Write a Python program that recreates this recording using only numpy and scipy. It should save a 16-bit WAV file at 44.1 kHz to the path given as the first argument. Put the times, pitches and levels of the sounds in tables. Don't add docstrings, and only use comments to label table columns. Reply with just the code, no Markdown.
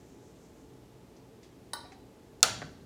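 import sys
import numpy as np
from scipy import signal
from scipy.fft import rfft, irfft
from scipy.io import wavfile
from scipy.ndimage import uniform_filter1d

SR = 44100
rng = np.random.default_rng(int(sys.argv[2]) if len(sys.argv) > 2 else 0)


def level_to_linear(level):
    exponent = np.asarray(level, float) / 20
    return 10 ** exponent


def wrap_up_sound(samples):
    columns = np.atleast_2d(samples).T
    tamed = np.clip(columns, -1, 1)
    steps = np.round(tamed * 32767).astype(np.int16)
    wavfile.write(sys.argv[1], SR, steps)


N = 125685

# [f/Hz, level/dB]
AIR_COLOUR = [(70, -3.5), (300, -4.5), (600, -12), (1400, -24.5), (7800, -32.5), (8300, -34.5),
              (14800, -39), (16200, -48.5)]
# [f/Hz, width/Hz, level/dB]
HUMS = [(124.76, 8.2, -66), (176.3, 9.2, -79), (271.1, 44, -65), (351.1, 73, -67.5),
        (405.06, 20, -67.5), (448.03, 16, -66.5), (853.9, 16, -72.5)]
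# [f/Hz, time to fall 60 dB/s]
ROOM_ECHO = [(200, 0.32), (700, 0.527), (1400, 0.496), (2800, 0.468), (4000, 0.629), (6000, 0.387),
             (9000, 0.3), (14000, .2)]
# [t/s, level/dB, length/s, f/Hz, width/Hz]
BRUSHES = [
    (1.164, -63, 0.021, 5240, 2500),
    (1.429, -58.5, 0.0322, 3450, 6500),
    (1.852, -59.5, 0.0158, 2200, 1200),
    (1.918, -52, .012, 1990, 1400),
    (1.919, -58.5, .015, 5000, 4530),
]
# [t/s, level/dB, f/Hz, time to fall 60 dB/s]
TOUCHES = [
    (1.778, -59.5, 5400, 0.068),
    (1.78, -59, 5670, .05),
    (1.85, -47.5, 727.4, 0.098),
    (1.922, -49, 770.7, 0.1065),
    (2.81, -65, 4150, 0.051),
]
# [t/s, level/dB, f/Hz, time to fall 60 dB/s]
KNOCKS = [
    (2.618, -33, 1900, 0.013),
    (2.6203, -17.5, 510, 0.002),
    (2.625, -26, 1780, 0.004),
    (2.6253, -51, 3700, 0.0055),
    (2.619, -35, 1143, 0.0243),
    (2.6272, -31, 700, 0.0141),
    (2.628, -36, 1500, 0.0225),
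    (2.6443, -33, 150, 0.0382),
]
# [t/s, level/dB, contact/ms]
SIEVE_HITS = [
    (1.7334, -28, 0.066),
    (1.7365, -56, 0.069),
    (1.754, -80.5, .1),
    (1.78, -54, 0.16),
]
# [f/Hz, level/dB, time to fall 60 dB/s]
SIEVE_MODES = [(546.2, -0.5, 0.021), (860, 1.5, 0.034), (947.3, 1, 0.0492), (1159, -4, 0.0695),
               (1468.4, -8.5, 0.165), (1884, -0.5, 0.0244), (3068, -7, 0.0287), (4012, 1.5, 0.067),
               (4620, -2, 0.033), (5300, -1.5, 0.034), (6384, -5, 0.0194), (8300, -0.5, 0.044),
               (9882, 2, 0.045), (10046, 3.5, 0.0236)]
# [t/s, level/dB, contact/ms]
CLACK_HITS = [
    (2.4065, -52.5, 0.073),
    (2.4291, -3, 0.044),
    (2.4308, -16, 0.19),
    (2.4378, -16, .1),
]
# [f/Hz, level/dB, time to fall 60 dB/s]
RIM_MODES = [(2708, -6.5, 0.033), (3538, -5.5, 0.0218), (4281, 1, 0.01877), (4744, -6.5, .015),
             (4975, 3, 0.0064), (5710, 7.5, 0.005), (7032, 6.5, 0.005), (7725, -6, 0.0225),
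             (8804, -7, 0.0078), (9910, -4, 0.011), (11253, -18, 0.0045), (13190, -7, 0.0049),
             (14000, -17, 0.012), (15850, -12.5, 0.019)]
# [f/Hz, level/dB, time to fall 60 dB/s]
BODY_MODES = [(150, -29, 0.11), (470, -22, 0.13), (678, -28.5, 0.099), (728.8, -11.5, 0.058),
              (949.7, -34.5, .03), (1245, -20.5, 0.12), (1353.2, -6, 0.06), (1611, -33.5, 0.12),
              (1900, -22.5, 0.029), (2210, -8, 0.016)]
# [f/Hz, width/Hz, level/dB, time to fall 60 dB/s]
CRACK_BANDS = [(1500, 1600, -30.5, 0.055), (5000, 8600, -14, 0.012), (13500, 5200, -29.5, 0.0076)]
# [f/Hz, level/dB, time to fall 60 dB/s]
CLICK_MODES = [(700, -15, 0.01), (1500, -13, 0.012), (3132, 1, 0.0013), (4630, 3.5, 0.0011),
               (7190, 0, 0.0012), (9970, -1, 0.00072), (14500, -15, 0.0019)]


def unit(x):
    return x / np.sqrt(np.mean(x ** 2))


def band(hz, width_hz, order=1):
    f = np.fft.rfftfreq(N, 1 / SR) + 1
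    distance = (f - hz * hz / f) / width_hz
    noise = rfft(rng.standard_normal(N))
    return unit(irfft(noise / (1 + distance ** (2 * order)), N))


def fade(t, t60):
    return (t >= 0) * np.exp(-np.log(1000) * np.maximum(t, 0) / t60)


def walk(rate):
    k = int(SR / rate)
    steps = np.repeat(rng.standard_normal(N // k + 1), k)
    return 2.4 * uniform_filter1d(uniform_filter1d(steps, k), k)[:N]


def ring(modes):
    t = np.arange(SR // 2) / SR
    return sum((-1) ** k * level_to_linear(db) * fade(t, t60) * np.sin(2 * np.pi * hz * t)
               for k, (hz, db, t60) in enumerate(modes))


def crowd(modes, spread, near_db):
    count = 5
    chance = rng.uniform(-0.76, 1, (len(modes), count, 2))
    steps = np.linspace(-1, 1, count)
    near = []
    for (hz, db, t60), row in zip(modes, chance):
        for j, (shift, lift) in enumerate(row):
            if j != count // 2:
                near_hz = hz * (1 + spread * (steps[j] * 2 + shift / count))
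                near.append((near_hz, db + near_db + 3.283 * lift, t60 * 0.624))
    return ring(modes) + ring(near)


def strike(contacts, body):
    t = np.arange(N) / SR
    push = sum(level_to_linear(db) * np.exp(-((t - s) * 4000 / ms) ** 2) / (ms * SR / 2000) for s, db, ms in contacts)
    return signal.fftconvolve(push, body)[:N] / 2


def short_notes(t, rows):
    return sum(level_to_linear(db) * fade(t - s, t60) * np.sin(2 * np.pi * hz * (t - s)) for s, db, hz, t60 in rows)


def kitchen():
    f = np.log(np.fft.rfftfreq(N, 1 / SR) + 1)
    hz, db = np.transpose(AIR_COLOUR)
    air = irfft(rfft(rng.standard_normal(N)) * level_to_linear(np.interp(f, np.log(hz), db)), N)
    drone = sum(level_to_linear(level + 0.58 * walk(2.2)) * band(pitch, width) for pitch, width, level in HUMS)
    return level_to_linear(-55.5) * unit(air) + drone


def room(x):
    gap_s, tilt_db, level_db = 0.0044, -1.5, -9.5
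    t = np.arange(N) / SR
    table_hz, table_t60 = np.transpose(ROOM_ECHO)
    tail = 0
    for k, hz in enumerate(140 * 2 ** np.arange(0, 7.5, .5)):
        t60 = np.interp(np.log(hz), np.log(table_hz), table_t60)
        tail = tail + level_to_linear(tilt_db * k / 2) * np.sqrt(hz) * band(hz, hz * 0.63) * fade(t - gap_s, t60)
    tail = tail[:SR] / np.sqrt(np.sum(tail ** 2))
    return level_to_linear(level_db) * signal.fftconvolve(x, tail)[:N]


def flour(t):
    shake_hz, first_shake_s, empty_s = 6.23, 0.111, 1.006
    shake_db = 2.5 * np.cos(2 * np.pi * shake_hz * (t - first_shake_s)) + 1.12 * walk(11.4)
    left = np.clip(1 - t / empty_s, 0, 1) ** 0.76
    return level_to_linear(-73.5 + shake_db) * left * band(6500, 3160, order=2)


def touches(t):
    scratches = 0
    for s, db, length, hz, width in BRUSHES:
        onset = np.clip((t - s) / 0.0026, 0, 1)
        scratches = scratches + level_to_linear(db) * band(hz, width, order=2) * fade(t - s, 6.23 * length) * onset
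    return short_notes(t, TOUCHES) + scratches


def slide(t):
    start_s = 2.44
    swell = np.clip((t - start_s) / 0.013, 0, 1) * fade(t - start_s, 1.8)
    return level_to_linear(-44.5 + 1.0 * walk(30)) * swell * band(126, 170)


def small_bowl(t):
    return short_notes(t, KNOCKS)


def sieve(t):
    modes = [(hz, db, t60 if hz < 4300 else min(t60, .04)) for hz, db, t60 in SIEVE_MODES]
    fizz = level_to_linear(-47.5) * band(14610, 1600, order=2) * fade(t - SIEVE_HITS[0][0], 0.08)
    return strike(SIEVE_HITS, crowd(modes, spread=0.037, near_db=-7)) + fizz


def click():
    modes = [(hz, db, min(t60, .008)) for hz, db, t60 in CLICK_MODES]
    return strike(CLACK_HITS[1:2], ring(modes))


def crack(t):
    return sum(level_to_linear(db) * band(hz, width, order=2) * fade(t - CLACK_HITS[1][0], t60)
               for hz, width, db, t60 in CRACK_BANDS)


def clack():
    body_lag_s, body_rise_ms, body_db = 0.0017, 0.73, -6.5
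    body = crowd(BODY_MODES, spread=0.05133, near_db=-4)
    body = body * (1 - np.exp(-np.arange(len(body)) / SR * 1000 / body_rise_ms))
    damped = [(hz, db, min(t60, .024)) for hz, db, t60 in RIM_MODES]
    rim = crowd(damped, spread=.03, near_db=-4)
    body_hit = (CLACK_HITS[1][0] + body_lag_s, body_db, .1)
    return strike(CLACK_HITS, rim) + strike([body_hit], body)


def scene():
    t = np.arange(N) / SR
    rim = clack() + crack(t)
    mesh = sieve(t)
    small = small_bowl(t) + touches(t)
    to_walls = level_to_linear(-9) * rim + level_to_linear(15) * click() + level_to_linear(2.5) * mesh + level_to_linear(-2.5) * small
    return (rim + mesh + small + room(to_walls) + slide(t) + flour(t) + kitchen())[None]


def band_limit(x):
    return signal.sosfilt(signal.butter(12, 16650, fs=SR, output="sos"), x)


def record(dry):
    low_cut_hz, top_hz = 46.6, 16600
    x = signal.sosfilt(signal.butter(4, low_cut_hz, "high", fs=SR, output="sos"), dry)
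    x = signal.sosfilt(signal.butter(8, top_hz, fs=SR, output="sos"), x)
    return band_limit(np.clip(x, -1, 1))


dry = scene()
out = record(dry)
wrap_up_sound(out)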